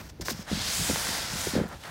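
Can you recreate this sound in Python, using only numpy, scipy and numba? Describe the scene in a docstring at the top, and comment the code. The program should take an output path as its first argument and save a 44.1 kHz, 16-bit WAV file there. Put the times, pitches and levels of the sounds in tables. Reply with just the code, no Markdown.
"""A metal tank in a cloth sleeve is lifted out of a tight cardboard box, close up, indoors.
It opens on a few short scuffs, with thumps and a cardboard snap as the tank comes free.
From about half a second, one long hissing slide runs over the paper fibres, while the box walls
rumble under the drag, and thump and snap where the tank catches. Near 1.5 s it judders clear of
the packing; the hiss dulls and falls away, and a few dry fibres tick as the box settles."""
import sys
import numpy as np
from scipy import signal
from scipy.fft import rfft, irfft
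from scipy.io import wavfile
from numba import njit

SR = 44100
rng = np.random.default_rng(int(sys.argv[2]) if len(sys.argv) > 2 else 0)


def wav_out(sig):
    """Save sig, one row per channel (or a flat mono array), as 16-bit PCM at SR to the path in sys.argv[1]."""
    wavfile.write(sys.argv[1], SR, np.round(np.clip(np.atleast_2d(sig).T, -1, 1) * 32767).astype(np.int16))


N = 83790

# fader moves of the long slide, ahead of trims and filters (time [s], rasp [dB], hiss [dB], sheen [dB])
SLIDE_FADERS = [(0.455,-56,-59,-66), (0.483,-40,-46.5,-53), (0.515,-42,-38.5,-47), (0.60,-41,-35,-44),
                (0.685,-41.5,-32.5,-39), (0.75,-41,-32.5,-35), (0.88,-39,-32,-35.5), (1.0,-38,-35.5,-37),
                (1.14,-37,-34,-37.5), (1.28,-41.5,-38.5,-45), (1.41,-39.5,-36,-38.5), (1.49,-40.5,-37,-39),
                (1.567,-38,-41.5,-47.5), (1.645,-41,-53.5,-59.5), (1.69,-45,-55,-60), (1.733,-40,-52,-59),
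                (1.79,-61,-56.5,-61.5), (1.85,-43.5,-48.5,-54.5), (1.9,-42.5,-51,-54)]
# EQ of the slide's low rasp, mid hiss and top sheen (frequency [Hz], level [dB])
RASP_EQ = [(150, 2.5), (400, -7), (650, 1.5), (850, 0.5), (1150, -2), (1450, 1), (2000, -1), (2700, -7.5),
           (4000, -11.5), (8000, -26)]
HISS_EQ = [(1200, -14), (2400, -3), (2950, -2.5), (3400, -1), (3900, -1), (5000, -1.5), (6300, -4.5),
           (8000, -9), (12000, -47)]
SHEEN_EQ = [(4000, -19), (6000, -4.5), (7300, -2), (9500, -1), (12000, -5.5), (15500, -9)]
# the hiss brightens with the speed of the slide (time [s], sweep centre [Hz])
HISS_SWEEP = [(0.48, 3520), (0.69, 4630), (0.77, 7560), (0.88, 7440), (1.0, 4940), (1.14, 4500),
              (1.3, 5360), (1.45, 6650), (1.57, 4000), (1.66, 2430), (1.78, 2260), (1.86, 3500)]
# scuffs of the tank on the packing
# (start [s], attack [s], length [s], level [dB], rasp offset [dB], sizzle offset [dB])
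SCUFF_CUES = [(-0.01, .004, 0.025, -52.5, 10, -2), (0.012, .006, 0.068, -56, 2.5, -3),
              (0.084, 0.015, 0.016, -45.5, -3.5, -12), (0.2092, 0.0012, .011, -37, -10, -10),
              (0.218, 0.0013, .012, -49.5, 4.5, -13), (0.231, 0.0028, .018, -51.5, -6, -15),
              (0.243, 0.016, 0.056, -38, -10, -5.5), (0.287, .011, 0.023, -32, -5, -5),
              (0.31, .003, 0.017, -39, -11, -6), (0.329, 0.0033, 0.1004, -47, -2, -11),
              (0.414, .005, 0.04, -54.5, 1, -18)]
# EQ of a scuff's body and of its top sizzle (frequency [Hz], level [dB])
SCUFF_EQ = [(500, -4), (1700, -11.5), (2900, -9.5), (4400, -3.5), (5250, 1), (6100, -2), (7600, -8),
            (10500, -16), (15500, -21)]
SIZZLE_EQ = [(5000, -25), (8000, -2), (11000, -6.5), (13000, 1), (15500, -1.5)]
# the tank catches on a box wall (time [s], level [dB], wall pitch [Hz])
THUMP_CUES = [(0.1975, -29, 334), (0.211, -36, 151), (0.289, -29, 374), (0.313, -27, 266),
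              (0.324, -33, 194), (0.342, -33.5, 137), (0.39, -31, 190), (0.400, -39, 91),
              (0.5125, -23, 248), (0.5145, -29.5, 466), (0.525, -20.5, 186), (0.529, -30.5, 487),
              (0.549, -29.5, 165), (0.571, -27.5, 213), (0.593, -30.5, 116), (0.687, -36.5, 186),
              (0.784, -31.5, 107), (0.793, -31.5, 227), (0.807, -30, 150), (0.889, -27, 227),
              (0.897, -18.5, 450), (0.896, -19.5, 215), (0.908, -23.5, 290), (0.927, -28.5, 143),
              (1.087, -32, 233), (1.33, -31, 145), (1.352, -31, 225), (1.469, -20.5, 386),
              (1.478, -31.5, 132)]
# the tank sticks and slips as it clears the packing (time [s], level [dB], flap pitch [Hz])
JUDDER_CUES = [(1.534, -23, 247), (1.5525, -18.5, 465), (1.561, -14.5, 250), (1.5745, -19, 496),
               (1.577, -19, 212), (1.587, -23.5, 205), (1.589, -18.5, 476), (1.5995, -19, 470),
               (1.608, -18.5, 190), (1.614, -23, 323), (1.637, -26, 435), (1.650, -29.5, 208)]
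# partials of pressed cardboard (pitch multiple [ratio], level [dB])
FLEX_PARTIALS = [(.45, -6.5), (0.999, 0), (2.05, -12.5)]
# resonances of the box walls (frequency [Hz], relative level [dB], t60 [s])
BOX_MODES = [(77.5, 0, 0.071), (135, -3, 0.037), (170, 2.5, 0.13), (210.5, -5, 0.071), (264, -9, 0.071),
             (382, 3, 0.05), (514, 7, 0.13)]
# cardboard creases snap (time [s], level [dB], pitch [Hz])
SNAP_CUES = [(0.2591, -29, 2880), (0.2835, -15, 1550), (0.3317, -31.5, 2620), (0.9587, -17.5, 1340),
             (1.07, -23, 1560), (1.748, -39, 4270), (1.837, -29, 3080)]
# ring of a snapping crease (pitch multiple [ratio], relative level [dB], t60 [s])
CREASE_MODES = [(.36, 0.5, 0.033), (.67, 5.5, 0.021), (1, 11, 0.0095), (1.3, 13, 0.0042),
                (2.75, 6.5, 0.0045)]
# fader moves of the dragged box's rumble, ahead of its trim (time [s], level [dB])
RUMBLE_FADER = [(0, -37), (.17, -40.5), (.23, -31.5), (.28, -45), (.41, -38), (.46, -42), (.52, -51),
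                (.6, -32), (.73, -42), (.82, -30), (1.1, -42.5), (1.27, -37), (1.36, -36.5), (1.62, -42),
                (1.74, -36), (1.8, -43), (1.9, -65)]
# single dry fibres tick as the box settles (time [s], level [dB])
TICK_CUES = [(1.681, -46), (1.6885, -44), (1.8075, -49)]
# EQ of the rumble, a fibre tick and the room tone (frequency [Hz], level [dB])
RUMBLE_EQ = [(22, 3), (40, -3), (60, 2.5), (100, 0), (200, -9), (330, -12), (700, -27), (2000, -43)]
TICK_EQ = [(3000, -17), (6500, 0), (15000, -3)]
ROOM_TONE_EQ = [(40, 8), (150, -1), (500, -1), (1500, -9), (3000, -13.5), (6000, -15.5), (9000, -37),
                (15000, -45)]
# echoes between the rising tank and the box walls (first delay [ms], last delay [ms], gain [ratio])
GAP_ECHOES = [(0.67, 0.515, 0.056), (2.5, 1.26, -0.042), (1.64, 2.29, 0.1)]

RASP_TRIM_DB, HISS_TRIM_DB, SHEEN_TRIM_DB = 1.5, -1.5, 0.2
FOCUS_DB, FOCUS_DAMPING = -5, 0.45
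RASP_CUTOFF_RATIO, RASP_DAMPING = 0.56, 1.17  # the rasp's cutoff rides below the sweep centre
FIBRES_PER_S, FIBRE_SPREAD_DB = 18000, 1.6
CHATTER_PER_S, CHATTER_DB = 120, 0.47
ROOM_T60_S, ROOM_ONSET_S, ROOM_TOP_HZ, ROOM_WET_DB = 0.16, 0.011, 2960, -15
ROOM_TONE_DB = -56
LOW_CUT_HZ, HIGH_CUT_HZ = 45, 15800


def slide(t):
    """The sleeve drags on cardboard: rasp, hiss and sheen from the same slips, brighter with speed."""
    times, rasp_db, hiss_db, sheen_db = np.array(SLIDE_FADERS).T
    fade_in = np.clip((t - times[0]) / 0.017 + 1, 0, 1)
    slips = fibre_slips()

    def layer(eq, fader_db):
        polarity = np.sign(rng.standard_normal(N))
        return colour(slips * polarity, eq) * undb(np.interp(t, times, fader_db))

    rasp = layer(RASP_EQ, rasp_db + RASP_TRIM_DB)
    hiss = layer(HISS_EQ, hiss_db + HISS_TRIM_DB)
    sheen = layer(SHEEN_EQ, sheen_db + SHEEN_TRIM_DB)
    centre_hz = np.interp(t, *np.array(HISS_SWEEP).T)
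    rasp, _ = sweep(rasp, RASP_CUTOFF_RATIO * centre_hz, RASP_DAMPING)
    _, focus = sweep(hiss + sheen, centre_hz, FOCUS_DAMPING)
    return fade_in * (rasp + hiss + sheen + undb(FOCUS_DB) * focus)


def fibre_slips():
    """The grain of the scrape: tiny slips of paper fibres, bunching as the contact chatters."""
    slips = rng.random(N) < FIBRES_PER_S / SR
    sizes = undb(FIBRE_SPREAD_DB * np.minimum(rng.exponential(size=N), 5))
    polarity = np.sign(rng.standard_normal(N))
    chatter = undb(CHATTER_DB * wander(CHATTER_PER_S))
    return slips * sizes * polarity * chatter


def scuffs(t, release_s=0.0054):
    """Brief scrapes that swell and stop short while the tank works loose."""
    body, rasp, sizzle = np.zeros((3, N))
    for start, attack, length, db, rasp_db, sizzle_db in SCUFF_CUES:
        swell = np.clip((t - start) / attack, 0, 1)
        release = np.exp(-np.maximum(t - start - length, 0) / release_s)
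        envelope = undb(db) * swell * release
        body = np.maximum(body, envelope)
        rasp = np.maximum(rasp, envelope * undb(rasp_db))
        sizzle = np.maximum(sizzle, envelope * undb(sizzle_db))
    layers = (body, SCUFF_EQ), (rasp, RASP_EQ), (sizzle, SIZZLE_EQ)
    return sum(envelope * colour(fibre_slips(), eq) for envelope, eq in layers)


def thumps(t, ring_db=-10.5):
    """Single catches and the closing judder knock the walls; the box rings faintly after them."""
    knocks = cardboard_flex(THUMP_CUES, t) + cardboard_flex(JUDDER_CUES, t)
    age = t[:SR // 4]
    ring = np.zeros(len(age))
    for hz, db, t60 in BOX_MODES:
        envelope = decay(age, t60)
        ring += undb(db) * 2 * np.cos(2 * np.pi * hz * age) * envelope / envelope.sum()
    return knocks + undb(ring_db) * signal.fftconvolve(knocks, ring)[:N]


def cardboard_flex(cues, t, rise_cycles=0.86):
    """Cardboard pressed by the tank swings only a few times; the overtone dies first."""
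    out, age = np.zeros(N), t[:SR // 12]
    for start, level_db, hz in cues:
        for ratio, db in FLEX_PARTIALS:
            rise = max(ratio, 1) * hz * age / rise_cycles
            envelope = (rise * np.exp(1 - rise)) ** 2
            add(out, start, undb(level_db + db) * envelope * np.sin(2 * np.pi * ratio * hz * age))
    return out


def snaps(t, crack_db=-16, crack_t60_s=0.0035):
    """A crease gives way: a short ring with a crack of noise on the attack."""
    out, age = np.zeros(N), t[:SR // 16]
    for start, level_db, hz in SNAP_CUES:
        ring = sum((-1) ** k * undb(db) * decay(age, t60) * np.sin(2 * np.pi * hz * ratio * age)
                   for k, (ratio, db, t60) in enumerate(CREASE_MODES))
        crack = undb(crack_db) * decay(age, crack_t60_s) * rng.standard_normal(len(age))
        add(out, start, undb(level_db) * (ring / np.abs(ring).max() + crack))
    return out


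def rumble(t, trim_db=-6.5):
    """The low end: box walls flex under the drag."""
    fader_db = np.interp(t, *np.array(RUMBLE_FADER).T)
    return colour(rng.standard_normal(N), RUMBLE_EQ) * undb(fader_db + trim_db)


def ticks(t, t60_s=0.011):
    """Tiny bright clicks of paper fibres letting go."""
    out, age = np.zeros(N), t[:SR // 32]
    for start, db in TICK_CUES:
        add(out, start, undb(db) * decay(age, t60_s) * colour(rng.standard_normal(len(age)), TICK_EQ))
    return out


def gap_echoes(x, t):
    """Gliding echoes in the gap between tank and box put a light flange on the scrape."""
    return x + sum(gain * np.interp(t - np.linspace(first_ms, last_ms, N) / 1000, t, x)
                   for first_ms, last_ms, gain in GAP_ECHOES)


def room_reverb(x, t):
    """The room answers with a short, dull tail."""
    age = t[:SR // 2]
    tail = rng.standard_normal(len(age)) * decay(age, ROOM_T60_S) * np.minimum(age / ROOM_ONSET_S, 1)
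    low_pass = signal.butter(1, ROOM_TOP_HZ, fs=SR, output="sos")
    tail = signal.sosfilt(low_pass, tail / np.linalg.norm(tail))
    return x + undb(ROOM_WET_DB) * signal.fftconvolve(x, tail)[:N]


def room_tone():
    """A faint, steady bed of dark indoor air."""
    return undb(ROOM_TONE_DB) * colour(rng.standard_normal(N), ROOM_TONE_EQ)


def undb(db):
    """Decibels to gain."""
    return 10 ** (np.asarray(db) / 20)


def unit_rms(x):
    """Scale to rms 1."""
    return x / np.sqrt(np.mean(x ** 2))


def colour(x, eq):
    """Apply an EQ curve and scale to rms 1."""
    hz, db = np.array(eq, float).T
    bin_hz = np.maximum(np.arange(len(x) // 2 + 1) * SR / len(x), 1)
    gain = undb(np.interp(np.log(bin_hz), np.log(hz), db))
    return unit_rms(irfft(rfft(x) * gain, len(x)))


def decay(t, t60):
    """Exponential fall, 60 dB in t60 seconds."""
    return np.exp(-np.log(1000) * t / t60)


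def wander(per_s):
    """Glide between random values; rms 1."""
    return unit_rms(np.interp(np.arange(N) * per_s / SR, np.arange(N), rng.standard_normal(N)))


def add(out, start, sound):
    """Mix a sound in at a time in seconds."""
    i = max(int(start * SR), 0)
    out[i:i + len(sound)] += sound[:N - i]


@njit
def sweep(x, hz, damping):
    """Swept state-variable filter; returns its low-pass and its band-pass."""
    out, band_state, low_state = np.empty((2, len(x))), 0., 0.
    for i in range(len(x)):
        g = np.tan(np.pi * hz[i] / SR)
        band = (band_state + g * (x[i] - low_state)) / (1 + g * (g + damping))
        out[0, i], out[1, i] = low_state + g * band, damping * band
        band_state, low_state = 2 * band - band_state, low_state + 2 * g * band
    return out


def scene():
    """Tank and box in a quiet room, the same in both channels."""
    t = np.arange(N) / SR
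    scrape = gap_echoes(slide(t) + scuffs(t), t)
    foley = scrape + rumble(t) + thumps(t) + snaps(t) + ticks(t)
    mono = room_reverb(foley, t) + room_tone()
    return np.array([mono, mono])


def record(dry):
    """The microphone thins the deep bass and cuts the top."""
    low_cut = signal.butter(4, LOW_CUT_HZ, "high", fs=SR, output="sos")
    high_cut = signal.ellip(10, .2, 80, HIGH_CUT_HZ, fs=SR, output="sos")
    return signal.sosfilt(high_cut, signal.sosfilt(low_cut, dry))


dry = scene()
out = record(dry)
wav_out(out)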